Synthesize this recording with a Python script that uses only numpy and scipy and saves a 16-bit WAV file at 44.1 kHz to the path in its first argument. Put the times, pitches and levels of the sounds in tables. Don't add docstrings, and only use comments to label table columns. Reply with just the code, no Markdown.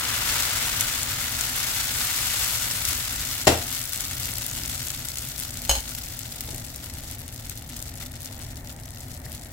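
import sys
import numpy as np
from scipy import signal
from scipy.fft import rfft, irfft
from scipy.io import wavfile
from scipy.ndimage import uniform_filter1d

SR = 44100
rng = np.random.default_rng(int(sys.argv[2]) if len(sys.argv) > 2 else 0)


def nominal_scale(level):
    x = np.asarray(level, float) / 20
    return 10 ** x


def unload_audio(sound):
    columns = np.transpose(np.atleast_2d(sound))
    steps = np.round(np.clip(columns, -1, 1) * 32767)
    wavfile.write(sys.argv[1], SR, steps.astype(np.int16))


N = 419832
PORT_LAG_SAMPLES = 4
SETS_S = 3.7
VEIL_CLEARS_S = 2


def at_hz(points, hz):
    table_hz, table_db = np.array(points).T
    return np.interp(np.log(hz + 1), np.log(table_hz), table_db)


def rms_one(x):
    return x / np.sqrt(np.mean(x ** 2) + 1e-20)


def colour(x, points, share=1):
    hz = np.arange(N // 2 + 1) * SR / N
    return irfft(rfft(x) * nominal_scale(share * at_hz(points, hz)), N)


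def flatten(x):
    spectrum = rfft(x)
    power = uniform_filter1d(np.abs(spectrum) ** 2, size=4001)
    return rms_one(irfft(spectrum / np.sqrt(power + 1), N))


def drift(rate_hz):
    r = np.exp(-2 * np.pi * rate_hz / SR)
    noise = rng.standard_normal(N + SR)
    return rms_one(signal.lfilter([1], [1, -2 * r, r * r], noise)[SR:])


def burst(hz, width_ms, sweep, lag_ms):
    t_ms = np.arange(256) / SR * 1000 - 1.5 - np.array([[-lag_ms / 2], [lag_ms / 2]])
    khz = hz / 1000

    def snap(t_ms):
        u = t_ms / width_ms
        bell = np.exp(-u ** 2 / np.where(u > 0, 2.2, 1))
        return bell * np.sin(2 * np.pi * khz * (t_ms + sweep * u * t_ms / 2))

    return snap(t_ms) + nominal_scale(-12) * snap(t_ms - 1.4) + nominal_scale(-22.5) * snap(t_ms - 2.3)


def crackle(per_ms, spread_db, low_hz, high_hz, cycles, places):
    born = rng.random(N) < per_ms * 1000 / SR
    size_db = spread_db * np.minimum(rng.exponential(1, N), 4.5)
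    sizes = born * nominal_scale(size_db) * rng.choice([-1, 1], N)
    place = rng.integers(0, places, N)
    out = 0
    for k, hz in enumerate(np.geomspace(low_hz, high_hz, places)):
        lag, side = rng.standard_normal(2)
        shape = burst(hz, width_ms=cycles / hz * 1e3, sweep=0.52, lag_ms=.1 + 0.074 * lag)
        shape = shape * nominal_scale([[1.7 * side], [-1.5 * side]])
        out = out + signal.oaconvolve((sizes * (place == k))[None], shape, axes=1)[:, :N]
    return out


# start_s [s, centre], lift_db [dB]
SPURTS = [(2.9, 3), (4.22, 2), (5.58, 2.5), (6.2, 0), (6.8, 2.5), (7.1, 3.5), (7.5, 8), (7.77, 4),
          (8.02, 6), (8.26, 6.5), (8.4, 6), (8.7, 6), (9.02, 2), (9.33, 5.5), (9.48, 3.5)]


def spurts():
    t = np.arange(N) / SR
    half_s = .04
    return sum(lift_db * np.exp(-((t - start_s) / half_s) ** 2) for start_s, lift_db in SPURTS)


def veil(x):
    share, above_hz = 0.34, 9300
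    top = signal.sosfiltfilt(signal.butter(2, above_hz, "high", fs=SR, output="sos"), x)
    return x - share * np.exp(-np.arange(N) / SR / VEIL_CLEARS_S) * top


# start_s [s], level_db [dB]
SIZZLE = [(0.0, -31), (0.28, -27.5), (0.8, -29.5), (1.22, -31.5), (1.6, -30), (2.02, -29), (2.4, -28),
          (3.0, -31.5), (3.9, -35), (5.2, -37.5), (6.1, -41.5), (6.8, -43.5), (7.25, -45.5), (7.65, -46),
          (8.2, -48), (8.55, -50.5), (9.0, -50), (9.52, -52.5)]
# pitch_hz [Hz], level_db [dB per Hz]
DRY = [(300, -28), (700, -13), (1170, -9.5), (1400, -4.5), (1660, -7), (1970, -3.5), (2350, -5), (3500, -1),
       (6000, -1), (7500, 0.5), (9500, -4.5), (13000, -1.5), (15900, -2), (17000, -8)]
# pitch_hz [Hz], level_db [dB per Hz]
WET = [(200, -10.5), (420, -9.5), (600, -7), (800, -6), (1400, 0.5), (2000, -.5), (3200, -3), (6000, -12.5)]


def sizzle():
    t = np.arange(N) / SR
    dry_db = np.interp(t, *np.transpose(SIZZLE))
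    wet_db = dry_db - 1.6 - 3.17 * t
    per_ms = np.clip(8.0 * nominal_scale(.9 * (dry_db + 30)), .1, 20)
    unrest = np.clip(.6 - .04 * (dry_db + 30), .3, 2)
    surge_db = unrest * (.5 * drift(6) + 2.3 * drift(22) + 5.2 * drift(120))
    clumps = per_ms * nominal_scale(surge_db)

    left, right, shared = rng.standard_normal((3, N))
    common = np.array([shared, np.roll(shared, PORT_LAG_SAMPLES)])
    hiss = (np.array([left, right]) + .5 * common) * nominal_scale(0.4 * surge_db)

    dry = crackle(clumps, spread_db=3.5, low_hz=2000, high_hz=13000, cycles=0.82, places=22)
    wet = crackle(clumps * .4, spread_db=3.5, low_hz=707, high_hz=3300, cycles=0.76, places=8)
    dry = colour(flatten(dry / np.sqrt(per_ms)) + nominal_scale(-9.0) * hiss, DRY)
    wet = colour(flatten(wet / np.sqrt(per_ms)) + hiss, WET)
    lift_db = spurts()
    bright = nominal_scale(dry_db + 0.8 * lift_db + 3.0) * veil(rms_one(dry))
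    return bright + nominal_scale(wet_db + .6 * lift_db) * rms_one(wet)


# pitch_hz [Hz], likeness [-1..1]
LIKENESS = [(60, 0.99), (180, 1), (550, 0.7), (1650, -0.27), (4970, 0.09), (15000, -0.03)]
# pitch_hz [Hz], level_db [dB per Hz]
RUMBLE = [(15, -18), (45, -1), (120, -0.5), (150, -7.5), (205, -17), (246, -7), (300, -16), (430, -24.5),
          (610, -19.5), (800, -20.5), (1050, -30), (1600, -29), (1880, -24), (2200, -29.5), (3000, -42)]


def rumble():
    mid, side = rng.standard_normal((2, N))
    hz = np.arange(N // 2 + 1) * SR / N
    alike = np.clip(at_hz(LIKENESS, hz), 0, 1)
    both = np.sqrt(1 + alike) * rfft(mid) + np.sqrt(1 - alike) * rfft(side) * [[1], [-1]]
    level_db = -39.5 + 0.94 * drift(3)
    return nominal_scale(level_db) * rms_one(colour(irfft(both, N), RUMBLE))


def spits():
    per_s, over_sizzle_db, spread_db = 22.0, 16.5, 1.3
    grows_db_per_s = .5
    low_hz, high_hz = 3500, 15000
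    gap, size, pitch = rng.random((150, 3)).T
    start_s = SETS_S + np.cumsum(.25 - .75 * np.log(1 - gap)) / per_s
    sizzle_db = np.interp(start_s, *np.transpose(SIZZLE))
    lift_db = np.interp(start_s * SR, np.arange(N), spurts())
    peak_db = sizzle_db + lift_db + over_sizzle_db + grows_db_per_s * (start_s - SETS_S)
    peak_db = peak_db - spread_db * (1 + np.log(1 - size)).clip(-2)
    rows = np.transpose([start_s, peak_db, low_hz + (high_hz - low_hz) * pitch])
    return rows[start_s < N / SR]


# [Hz, centre]
POPS = [(0.4229, -10, 4630), (0.8082, -5, 7290), (1.0306, -10, 7590), (1.4092, -8.5, 7330),
        (2.8513, -8, 5620), (2.8858, -11, 13000), (3.7484, -14, 12700), (3.9325, -13, 12800),
        (4.0058, -14, 7110), (4.2552, -12, 12800), (4.464, -11.5, 12800), (4.8284, -20, 12600),
        (4.9027, -17, 7460), (5.0848, -18, 7150), (5.1836, -18, 7210), (5.3986, -15, 12400),
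        (5.4345, -17, 14600), (5.6496, -18.5, 4130), (5.9494, -14.5, 14700), (5.9853, -19, 14700),
        (6.0851, -21, 15000), (6.1907, -17, 13100), (6.4068, -13, 14800), (6.545, -22, 7260),
        (6.7595, -24, 6080), (7.1127, -21, 12700), (7.7653, -20, 14900), (7.8246, -19, 8040),
        (8.0536, -31, 7120), (9.3182, -23, 11300)]


def pops():
    pan_db, pan_spread_db = 5.5, 1.5
    muffle_db = 3
    size = 600
    age_s = np.arange(size) / SR
    puff = np.exp(-age_s / 0.0019) * (1 - np.exp(-age_s / .0012))
    out = np.zeros((2, N + size))
    for start_s, peak_db, pitch_hz in [*POPS, *spits()]:
        at = round((start_s - .0002) * SR)
        noise = rng.standard_normal((2, size))
        lag, side = noise[:, 0]
        sound = .6 * noise * puff
        sweep = 0.64 * burst(8300, width_ms=0.2, sweep=0.65, lag_ms=0.096 + 0.047 * lag)
        own_hz = np.clip(pitch_hz, 4000, 14500)
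        sweep = sweep + 0.58 * burst(own_hz, width_ms=0.194, sweep=0.069, lag_ms=0.097 + 0.061 * lag)
        sound[:, :sweep.shape[1]] += sweep / np.abs(sweep).max()
        side_db = (pan_db + pan_spread_db * side - 2.5) / 2
        level_db = peak_db + 2.0 - muffle_db * np.exp(-start_s / VEIL_CLEARS_S)
        out[:, at:at + size] += nominal_scale(level_db) * sound * nominal_scale([[side_db], [-side_db]])
    band = signal.butter(2, [2200, 15800], "band", fs=SR, output="sos")
    return signal.sosfilt(band, out[:, :N])


def ring(clicks, hz, t60_s):
    r = nominal_scale(-60 / (t60_s * SR))
    w = 2 * np.pi * hz / SR
    return signal.lfilter([0, np.sin(w)], [1, -2 * r * np.cos(w), r * r], clicks + 1e-18)


def struck(hits, modes, end_s, rattle_db, rattle_s, crack_db, crack_hz, damp_s=0.033):
    start, size = round(hits[0][0] * SR), SR // 4
    at = [round(start_s * SR) - start for start_s, level_db in hits]
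    blows = np.zeros(size)
    blows[np.maximum(at, 0)] = nominal_scale(np.array(hits)[:, 1])
    t = (start + np.arange(size)) / SR
    damped = np.exp(-np.maximum(t - end_s, 0) / damp_s)
    rattle = signal.lfilter([1], [1, -np.exp(-1 / (rattle_s * SR))], blows) * damped

    sound = 0
    for pitch_hz, level_db, t60_s in modes:
        shared, own = rng.standard_normal(size), rng.standard_normal((2, size))
        alike = np.exp(-(pitch_hz / 900) ** 2)
        shake = alike * shared + np.sqrt(1 - alike ** 2) * own
        sign = np.maximum(rng.choice([-1, 1], size), np.sign(100 - pitch_hz))
        sharp = blows * sign * nominal_scale(2.4 * shake - 0.3)
        sound = sound + nominal_scale(level_db) * ring(sharp + nominal_scale(rattle_db) * rattle * shake, pitch_hz, t60_s)

    crack = signal.lfilter([1], [1, -np.exp(-1 / (0.0059 * SR))], blows) + nominal_scale(-14.5) * rattle
    band = signal.butter(1, [400, crack_hz], "band", fs=SR, output="sos")
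    crack = crack * signal.sosfilt(band, rng.standard_normal((2, size)))
    out = np.zeros((2, N))
    out[:, start:start + size] = sound * damped + nominal_scale(crack_db) * crack
    return out


# start_s [s], level_db [dB]
KNOCK = [
    (3.470, -10.5),
    (3.474, -13.5),
    (3.478, -11.5),
    (3.490, -21),
    (3.522, -25),
]
# pitch_hz [Hz], level_db [dB], t60_s [s]
GRIDDLE = [(84, -16, 0.47), (115, -8.5, 0.086), (175, -16, .1), (250, -18, .12), (294, -13.5, 0.17),
           (345, -12.5, 0.12), (400, -20, .06), (470, -7.5, 0.044), (595, -1, 0.043), (703, -5.5, .04),
           (705, -23, .4), (793, -6.5, 0.049), (903, -9.5, 0.042), (1030, -11, 0.018), (1393, -16, .05),
           (1890, -14, 0.037), (2070, -18.5, .04), (2720, -9, .04), (3200, -21, .04), (3450, -15, 0.027),
           (3970, -14, .04), (5530, -11, 0.027), (7270, -8.5, .03)]


def ladle_knock():
    return struck(KNOCK, GRIDDLE, end_s=3.67, rattle_db=-38, rattle_s=0.045, crack_db=0.5, crack_hz=5000)


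# start_s [s], level_db [dB]
SET_DOWN = [
    (5.688, -41),
    (5.694, -15.5),
    (5.698, -22),
    (5.712, -22.5),
    (5.752, -27.5),
]
# pitch_hz [Hz], level_db [dB], t60_s [s]
LADLE = [(60, -10.5, 0.37), (80, -21, .15), (550, -11.5, 0.056), (694, -15, 0.046), (830, -7, 0.059),
         (890, -9, .05), (1500, -16, 0.066), (2110, -20, 0.039), (2778, -15, .1), (2979, -5, .04),
         (3037, -11, 0.14), (3180, -10.5, .06), (4114, -13, .15), (4170, -4, 0.05), (4470, -13, 0.054),
         (5120, -10, .07), (6442, -15, 0.17), (6543, 0, 0.045), (6730, -11, .1), (7700, -6, .025),
         (8000, -10, 0.045), (9370, -6.5, .035), (11200, -19, .04), (12600, -7, .025)]


def ladle_set_down():
    return struck(SET_DOWN, LADLE, end_s=5.795, rattle_db=-39, rattle_s=0.059,
                  crack_db=-1.5, crack_hz=11000, damp_s=.014)


# start_s [s], level_db [dB]
THUD = [
    (6.485, -37),
    (6.53, -38),
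]
# pitch_hz [Hz], level_db [dB], t60_s [s]
THUD_MODES = [(250, -5, .08), (295, -1.5, 0.065), (420, -7, .05), (650, -5, .05), (850, -8, .04)]


def kitchen_thud():
    return struck(THUD, THUD_MODES, end_s=6.6, rattle_db=-30, rattle_s=.03, crack_db=-20, crack_hz=1500)


# start_s [s], level_db [dB]
TICK = [(9.264, -34)]
# pitch_hz [Hz], level_db [dB], t60_s [s]
TICK_MODE = [(1880, -2, .015)]


def iron_tick():
    return struck(TICK, TICK_MODE, end_s=10.0, rattle_db=-38, rattle_s=.03, crack_db=-20, crack_hz=3000)


def kitchen(x, t60_s):
    t = np.arange(SR // 2) / SR
    own, shared = rng.standard_normal((2, len(t))), rng.standard_normal(len(t))
    split = np.exp(-2 * np.pi * 600 / SR)
    noise = own + signal.lfilter([1 - split], [1, -split], shared - own)
    tail = signal.lfilter([1], [1, -.3], noise * nominal_scale(-60 * t / t60_s) * (t > .003))
    tail = tail / np.sqrt(np.sum(tail ** 2) / 2)
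    return signal.oaconvolve(x, tail, axes=1)[:, :N]


def scene():
    stove = sizzle() + pops() + ladle_knock() + ladle_set_down() + kitchen_thud() + iron_tick()
    return stove + nominal_scale(-13.5) * kitchen(stove, t60_s=0.261) + rumble()


def low_pass(x):
    return signal.sosfilt(signal.butter(12, 16610, fs=SR, output="sos"), x)


# pitch_hz [Hz], left_right_db [dB]
PORTS = [(60, 0), (130, 2), (290, 2.5), (640, 3.5), (1410, 3.5), (3100, 2.5), (6820, 3), (15000, 5.5)]
# pitch_hz [Hz], level_db [dB]
TOP = [(15850, 0), (16000, -48)]


def record(dry):
    left = colour(dry[0], PORTS, share=0.57)
    right = colour(dry[1], PORTS, share=-0.39)
    ports = np.clip(np.array([left, right]), -1, 1)
    return low_pass(colour(ports, TOP))


dry = scene()
out = record(dry)
unload_audio(out)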